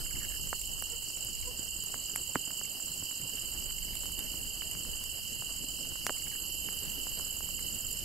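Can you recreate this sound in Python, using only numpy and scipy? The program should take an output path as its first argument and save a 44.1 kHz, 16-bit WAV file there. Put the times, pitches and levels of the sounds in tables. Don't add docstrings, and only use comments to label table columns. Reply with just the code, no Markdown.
import sys
import numpy as np
from scipy import signal
from scipy.io import wavfile
from scipy.ndimage import uniform_filter1d

SR = 44100
rng = np.random.default_rng(int(sys.argv[2]) if len(sys.argv) > 2 else 0)


def generate_wav(signal):
    frames = np.transpose(np.atleast_2d(signal))
    scaled = np.clip(frames, -1, 1) * 32767
    pcm = np.round(scaled).astype(np.int16)
    wavfile.write(sys.argv[1], SR, pcm)


def level_to_linear(level):
    exponent = np.asarray(level, float) / 20
    return 10 ** exponent


N = 354769
TIME = np.arange(N) / SR


def evened(x):
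    return x / np.sqrt(np.mean(abs(x) ** 2) + 1e-20)


def curve(rows, column=1):
    return np.interp(TIME, [r[0] for r in rows], [r[column] for r in rows])


def sides(pan_db, lead_rad=0.):
    return np.array([[level_to_linear(pan_db / 2) * np.exp(1j * lead_rad)], [level_to_linear(-pan_db / 2)]])


def add(mix, s, sound):
    part = mix[:, round(s * SR):][:, :sound.shape[-1]]
    part += sound.real[..., :part.shape[1]]


def play(times_s, gains, sound):
    train = np.zeros(N, complex)
    index = np.round(np.asarray(times_s) * SR).astype(int)
    np.add.at(train, np.clip(index, 0, N - 1), gains)
    return signal.oaconvolve(train, sound)[:N]


def beats(first_s, last_s, gap_s):
    u = np.linspace(0, 1, round((last_s - first_s) / gap_s) + 1)
    return first_s + u * (last_s - first_s), u


def stroke(start_hz, end_hz, length_s, rise):
    u = np.arange(round(length_s * SR)) / (length_s * SR)
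    skew = np.log(.5) / np.log(np.clip(rise, .05, .95))
    shape = np.sin(np.pi * u ** skew) ** 2
    return shape * np.exp(2j * np.pi * np.cumsum(start_hz + (end_hz - start_hz) * u) / SR)


def leaves(x, t60_s, wet_db):
    t = np.arange(SR // 6) / SR
    taps = rng.choice([-1., 1.], (2, len(t))) * (rng.random((2, len(t))) < .05)
    taps *= level_to_linear(-60 * t / t60_s)
    taps /= np.linalg.norm(taps, axis=1, keepdims=True)
    return x + level_to_linear(wet_db) * signal.oaconvolve(x, taps, axes=1)[:, :N]


def near_cricket():
    # (first [s], last [s], first level [dB], last level [dB], mid-run haste [ms])
    runs = [
        (0.045, 1.4514, -35.5, -35, 6.6),
        (1.569, 2.692, -34, -34, 9.1),
        (2.7993, 3.8233, -34, -35.7, 11.3),
        (3.9444, 4.9525, -36.2, -38, 8.6),
        (5.034, 5.155, -38, -37, 3),
        (5.271, 5.9313, -37, -36.5, 12),
        (6.0436, 6.893, -35.5, -36, 12),
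        (7.0086, 7.965, -35.8, -33.5, 5),
    ]
    times, levels = [], []
    for first, last, a_db, b_db, haste_ms in runs:
        t, u = beats(first, last, .0602)
        times.append(t - haste_ms / 1000 * np.sqrt(abs(np.sin(np.pi * u))))
        levels.append(a_db + (b_db - a_db) * u)
    s, db = np.hstack(times), np.hstack(levels)
    chance = rng.random((len(s), 4))
    one = stroke(8200, 6518, 0.0155, 0.49)
    x = 0
    for k, gap_s in enumerate((-.0005, .0192)):
        gains = level_to_linear(db - 6.0 + 3.9 * chance[:, k]) * np.exp(2j * np.pi * chance[:, k + 2])
        x = x + play(s + gap_s, gains, one)
    x = x + .36 * np.roll(x, round(.0033 * SR)) + .22 * np.roll(x, round(.0074 * SR))
    return leaves((sides(-8, -0.022) * x).real, 0.042, -1.8)


def pop(cycle_ms, thump_db):
    t_ms = np.arange(900) / SR * 1000
    u = t_ms / max(cycle_ms, .1)
    burst = -1.3 * np.sin(2 * np.pi * (u - .1)) * np.exp(-((u - .55) / 0.44) ** 2)
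    late = np.maximum(t_ms - 2.4, 0) / 3.64
    return burst + level_to_linear(thump_db + 6.5) * np.sin(2 * np.pi * late) * np.exp(-1.1 * late)


def pops():
    # (time [s], peak [dB], cycle [ms], left-right [dB])
    light = [(.529, -21.5, .89, -2.5), (.823, -32, .84, -5.5), (1.942, -31, 0.87, 0),
             (2.159, -27, 0.58, -6), (2.506, -37.5, 0.73, 0), (2.613, -36.5, 0.87, 0),
             (3.111, -40, 0.54, -1.5), (3.708, -40.5, 0.51, 2.0), (4.034, -41.5, .98, -4),
             (4.056, -41, 1, -6), (4.62, -32.5, 0.56, 0), (4.751, -40.5, .73, -.5), (4.85, -42.5, 0.87, -6),
             (5.422, -36, 1, 0), (5.956, -40.5, 0.86, -1), (6.066, -23, .63, -4), (6.687, -33.5, 0.68, 0),
             (7.068, -36.5, 1, 0), (7.196, -38, 1, 0), (7.406, -37, .99, -.5), (7.489, -43, 1, -.5)]
    # (time [s], peak [dB])
    faint = [(.472, -49), (1.284, -49), (1.79, -48), (1.837, -48), (2.799, -44), (2.869, -52), (4.404, -56),
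             (4.448, -50), (5.492, -46), (5.788, -49), (6.17, -51), (7.591, -44.5)]
    # (time [s], peak [dB], cycle [ms], thump re peak [dB], left-right [dB])
    heavy = [
        (1.591, -50, .94, 5, 0),
        (2.356, -16, 0.83, -12.5, -4.5),
        (2.475, -45, 1, -2, 0),
        (3.024, -44.5, 1, -3, -5),
        (3.2, -50, .73, 2, -3),
        (4.341, -42.5, 1, -8, 0),
        (5.639, -48, .92, 5, -1.5),
        (6.094, -21, 0.79, -29, -1),
        (6.351, -43, 0.65, -9, 2.0),
    ]
    settle = [
        (6.098, -37, 2.3, -30, -2),
        (6.1014, -31, 1.7, -30, -2),
        (6.105, -37, 2, -33, -2),
    ]
    events = [(s, db, ms, -58.5 - db, pan_db) for s, db, ms, pan_db in light]
    events += [(s, db, .98, -58.5 - db, -.5) for s, db in faint]
    x = np.zeros((2, N))
    for s, db, cycle_ms, thump_db, pan_db in events + heavy + settle:
        add(x, s + .0006, sides(pan_db) * level_to_linear(db + 1) * pop(cycle_ms, thump_db))
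    crackles = level_to_linear(-67.5 + 6.7 * np.minimum(rng.exponential(1, N), 3))
    crackles *= rng.random(N) < 45 / SR
    x += signal.oaconvolve(crackles, pop(0.95, -18))[:N]
    return leaves(x, .06, -16)


def ticks():
    # (time [s], peak [dB], body re peak [dB], left-right [dB])
    sparks = [(0.614, -25.5, -35, -3.0), (0.7906, -31, -33, -5.0), (0.823, -23, -35, -2.5),
              (1.029, -30, -32, -2.0), (1.1717, -29.5, -31, -3.0), (1.2474, -22.5, -41, 0.0),
              (1.4012, -26, -44, -4.0), (1.837, -25, -49, -2.0), (2.1595, -20.5, -37, 1),
              (2.351, -29, -22.5, -5.0), (3.1113, -33.5, -32, -6.5), (3.4211, -29, -40, -5.0),
              (3.8117, -33, -36, -5.5), (3.953, -27, -29, -4.5), (3.9903, -31, -31, -5.0),
              (4.0562, -27, -31.5, -2), (4.1175, -29, -34, -5.0), (4.1902, -21, -33, 1),
              (4.5416, -30, -43, -3.0), (4.7127, -25.5, -36, -2), (4.8504, -32, -43, -1),
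              (5.0384, -28, -33, -4), (5.8512, -30, -29, -2), (6.3899, -34, -35, -8),
              (7.5937, -34, -35, -3), (7.9129, -26, -34, -3.0), (7.9279, -27, -48, -2)]
    snap = [
        (6.0635, -30, -36, 0),
        (6.0656, -18, -19, -1),
        (6.094, -36, -14, -3),
    ]
    x = np.zeros((2, N))
    t = np.arange(300) / SR
    bright = signal.butter(2, [8600, 13000], "band", fs=SR, output="sos")
    for s, db, body_db, pan_db in sparks + snap:
        burst = .12 * rng.standard_normal(len(t)) * level_to_linear(-60 * t / .006) - (t == 0)
        body = np.convolve(burst, np.hanning(5))[:len(t)]
        tick = 7.7 * signal.sosfilt(bright, burst) + level_to_linear(body_db + 30.0) * body
        add(x, s + .0012, sides(pan_db) * level_to_linear(db - 1.5) * tick)
    return leaves(x, .03, -9)


def katydid(per_s, level_db, pan_db):
    # (time [s], direct stroke [dB], leaf echo [dB])
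    buzz = [(0.0, -53.5, -51), (0.36, -50.5, -52), (0.94, -55, -61), (4.07, -51, -54.5), (5.93, -54.5, -53),
            (6.54, -49, -50), (8.04, -50.5, -53)]
    s = np.arange(0, N / SR, 1 / per_s)
    chance = rng.standard_normal((len(s), 4))
    phase = np.exp(1.2j * np.cumsum(chance[:, 1]))
    sharp = np.convolve(stroke(15300, 10500, .0026, .66), [1, 1.3j, -.6])
    direct = evened(play(s, level_to_linear(1.3 * chance[:, 0]) * phase, sharp))
    direct = direct + .4 * evened(play(s + .0012, phase, stroke(12500, 11900, .003, .3)))
    echo_gains = level_to_linear(0.59 * chance[:, 2]) * np.exp(.95j * np.cumsum(chance[:, 3]))
    echo = play(s + 0.0025, echo_gains, stroke(11580, 10400, 0.0047, 0.17))
    x = level_to_linear(curve(buzz) + 4.0) * evened(direct) + level_to_linear(curve(buzz, column=2) + 1) * evened(echo)
    return leaves((sides(pan_db, -1.2) * level_to_linear(level_db) * x).real, 0.12, -5.5)


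def choir(hz, spread_hz, glide_hz, per_s, spread_per_s, length_s, pan_db, wander, count):
    x = 0
    for k in range(count):
        pace, start, place = rng.uniform(-1, 1, 3) * (k > 0)
        pitch = np.sin(k * np.pi * (3 - np.sqrt(5)))
        s = np.arange(abs(start) / per_s, N / SR, 1 / (per_s + spread_per_s * pace))
        chance = rng.standard_normal((len(s), 3))
        centre = hz + spread_hz * pitch
        one = stroke(centre + glide_hz / 2, centre - glide_hz / 2, length_s, 0.43)
        gains = level_to_linear(2.0 * chance[:, 1]) * np.exp(1j * wander * np.cumsum(chance[:, 2]))
        voice = play(s + .00002 * wander * np.cumsum(chance[:, 0]), gains, one)
        x = x + (sides(pan_db + 2.5 * place, 1.1 * place) * voice).real * level_to_linear(1.6 * (k == 0))
    x = leaves(x, 0.099, -9.0)
    return x / np.sqrt(np.mean(x.mean(0) ** 2))


def tree_crickets():
    # (time [s], level [dB])
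    trill = [(0.0, -46.5), (0.89, -46), (1.66, -46.5), (7.08, -44.5), (7.3, -45.5), (8.04, -46.5)]
    return level_to_linear(curve(trill)) * choir(2891.6, 111.7, 403, 53.8, 5.0, 0.01624, -9.0, 1.4, count=10)


def ground_crickets():
    # (time [s], level [dB])
    grass = [(0.0, -52), (0.04, -56), (1.05, -55.5), (1.1, -53), (8.04, -54)]
    return level_to_linear(curve(grass) - 0.5) * choir(4718, 68, 263, 60, 15.0, 0.011, -0.55, 1.5, count=6)


def farther_crickets():
    return level_to_linear(-56.5) * choir(7600, 560, 1255, 33, 6.0, 0.0133, 3.4, 1.5, count=6)


def field_cricket():
    # (first [s], last [s], first level [dB], last level [dB])
    bouts = [
        (0.156, .834, -54, -52.5),
        (1.095, 2.568, -52.5, -57.5),
        (2.815, 4.017, -53.5, -57),
        (4.264, 7.918, -56.5, -56),
    ]
    times, levels = [], []
    for first, last, a_db, b_db in bouts:
        t, u = beats(first, last, .242)
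        times.append(t)
        levels.append(a_db + (b_db - a_db) * u)
    s, db = np.hstack(times), np.hstack(levels)
    one = stroke(5800, 5250, 0.0152, 0.33)
    chance = rng.standard_normal((len(s), 4))
    x = 0
    for k, (gap_s, more_db) in enumerate(((-.038, 0), (-.006, 3.5), (.038, 3.5), (.082, 3.5))):
        x = x + play(s + gap_s, level_to_linear(db + more_db + 2 * chance[:, k]), one)
    return leaves((sides(-6) * x).real, .12, -2)


def rasp(count, rough, size):
    z = uniform_filter1d(rng.standard_normal((2, count)), size=size) * np.sqrt(size / 2)
    return 1 - rough + rough * (z[0] + 1j * z[1])


def frog():
    # (first [s], last [s], level [dB], start [Hz], end [Hz])
    croaks = [
        (.005, .158, -50, 1770, 1240),
        (.055, .245, -50.5, 2200, 1900),
        (1.425, 1.425, -49, 2540, 1600),
        (2.643, 2.643, -49, 2510, 1700),
        (3.78, 3.93, -53, 2250, 1680),
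        (6.165, 6.31, -50, 2280, 1600),
        (7.585, 7.585, -47, 2380, 1780),
    ]
    chuckles = [
        (0.211, 0.243, -48, 1610, 1950),
        (.295, .355, -52, 1880, 1550),
        (6.323, 6.349, -49.5, 1880, 1600),
    ]
    x = np.zeros((2, N))
    for gap_s, rows in ((.05, croaks), (.019, chuckles)):
        for first, last, db, a_hz, b_hz in rows:
            for s in beats(first, last, gap_s)[0]:
                size, tune = rng.standard_normal(2)
                wobble = 1 + .025 * tune
                one = stroke(1.04 * a_hz * wobble, 0.943 * b_hz * wobble, 0.0176, 0.36)
                add(x, s, level_to_linear(db + 1.4 * size) * one * rasp(len(one), .55, size=60))
    return leaves(x, .08, -2)


def damp_twig():
    # (time [s], length [s], level [dB], start [Hz], end [Hz])
    squeaks = [
        (.88, .1, -52, 450, 470),
        (1.425, .09, -53, 470, 515),
    ]
    x = np.zeros((2, N))
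    for s, length_s, db, a_hz, b_hz in squeaks:
        rough = rasp(round(length_s * SR), .3, size=400)
        for k, tone_db in enumerate((1, -2, -17, -17, -22), 1):
            one = stroke(k * a_hz, k * b_hz, length_s, .6)
            add(x, s, level_to_linear(db + 3 + tone_db) * one * rough)
    return leaves(x, .08, -2)


def hiss(table, patchy_db, flicker_db):
    frames, hz = N // 256 + 5, np.fft.rfftfreq(1024, 1 / SR)
    f, *columns = np.transpose(table)
    left_db, right_db, same = (np.interp(np.log(hz + 1), np.log(f), c)[:, None] for c in columns)
    a, b, c, d, patches = rng.standard_normal((frames, 513, 5)).T
    patches = evened(uniform_filter1d(uniform_filter1d(patches, size=12, axis=0), size=10, axis=1))
    flicker = evened(uniform_filter1d(rng.standard_normal(frames), size=3))
    same = np.clip(same, 0, 1)
    left = a + 1j * b
    right = same * left + np.sqrt(1 - same ** 2) * (c + 1j * d)
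    z = np.array([level_to_linear(left_db) * left, level_to_linear(right_db) * right])
    z *= level_to_linear(patchy_db * patches + flicker_db * flicker) * np.sqrt(SR / 1024)
    return signal.istft(z, nperseg=1024, noverlap=768)[1][:, :N]


def flames():
    # (frequency [Hz], left [dB per Hz], right [dB per Hz], left-right likeness [0-1])
    flutter = [(30, -70.5, -88, 0.5), (69.5, -77.5, -74.5, 0.77), (148, -80, -75.5, 0.81),
               (330, -83.5, -81.5, 0.69), (710, -90.5, -89, 0.64), (1210, -95, -94.5, 0.45),
               (2020, -95.5, -96.5, 0.55), (2860, -98.5, -96, 0), (4020, -101, -101, .5),
               (4130, -120, -120, .4)]
    # (time [s], level [dB])
    flare = [(0.0, -54.5), (0.58, -58.5), (1.63, -56), (1.9, -57.5), (3.15, -57), (3.38, -54.5),
             (6.47, -57.5), (6.87, -52), (7.72, -56.5), (8.04, -54)]
    return level_to_linear(0.71 * (curve(flare) + 56.5)) * hiss(flutter, 1.82, 1.82)


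def far_chorus():
    # (frequency [Hz], left [dB per Hz], right [dB per Hz], left-right likeness [0-1])
    far = [(3706, -115, -115, 0.7), (3957, -90, -85, 0.26), (4470, -80.5, -78.5, 0.47),
           (5230, -81.5, -82.5, 0.33), (5944, -94.5, -93, 0.2), (6440, -81.5, -82, 0.32),
           (7140, -76.5, -83.5, 0.87), (8300, -78, -80, 0.35), (9640, -84.5, -87, 0),
           (9970, -91.5, -88.5, 0.56), (12000, -91.5, -82.5, 0.1), (14100, -92, -88, 0.1),
           (15800, -90, -89, .3), (15900, -100, -107.5, 0.2)]
    return hiss(far, 1.82, 0.6)


def gusts():
    # (time [s], level [dB])
    gust = [(0.0, -45), (1.3, -57.5), (1.41, -46.5), (1.57, -53), (3.29, -68.5), (3.47, -50.5), (4.03, -49),
            (4.66, -55), (4.97, -48.5), (5.15, -55), (7.97, -52), (8.04, -51)]
    band = signal.butter(2, [12, 55], "band", fs=SR, output="sos")
    x = signal.sosfilt(band, rng.standard_normal((2, N)))
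    return level_to_linear(curve(gust) + 4.0) * evened(x)


def scene():
    insects = near_cricket() + katydid(190.3, -1.7, -12.5) + katydid(199.2, -12, -1.5)
    insects += tree_crickets() + ground_crickets() + farther_crickets() + field_cricket()
    fire = pops() + ticks() + flames() + damp_twig()
    return insects + fire + frog() + far_chorus() + gusts()


def roll_off(x):
    return signal.sosfilt(signal.butter(12, 16500, fs=SR, output="sos"), x)


def record(dry):
    # (frequency [Hz], level [dB per Hz])
    masked = [(1500, -110), (2400, -99), (3200, -96), (3800, -96.5), (4200, -90.5), (6000, -92),
              (8000, -100), (10200, -89), (11000, -96), (14500, -100), (15700, -92)]
    window = np.sin(np.pi * (np.arange(2048) + .5) / 2048)
    hz, _, z = signal.stft(dry, SR, window, nperseg=2048, noverlap=1024, scaling="psd")
    power = 2 * abs(z[:, :1024]).reshape(2, 128, 8, -1) ** 2
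    drift_db = 3.0 * evened(uniform_filter1d(rng.standard_normal(z.shape[2]), size=4))
    limit_db = np.interp(hz[4::8], *np.transpose(masked))[:, None]
    weak = power.mean((0, 2)) < level_to_linear(2 * limit_db - 2 + drift_db)
    z[:, :1024] *= np.where(np.repeat(weak, 8, 0), level_to_linear(-45), 1)
    z[:, hz > 15720] *= level_to_linear(-32)
    kept = signal.istft(z, SR, window, nperseg=2048, noverlap=1024, scaling="psd")[1][:, :N]
    return roll_off(kept)


dry = scene()
out = record(dry)
generate_wav(out)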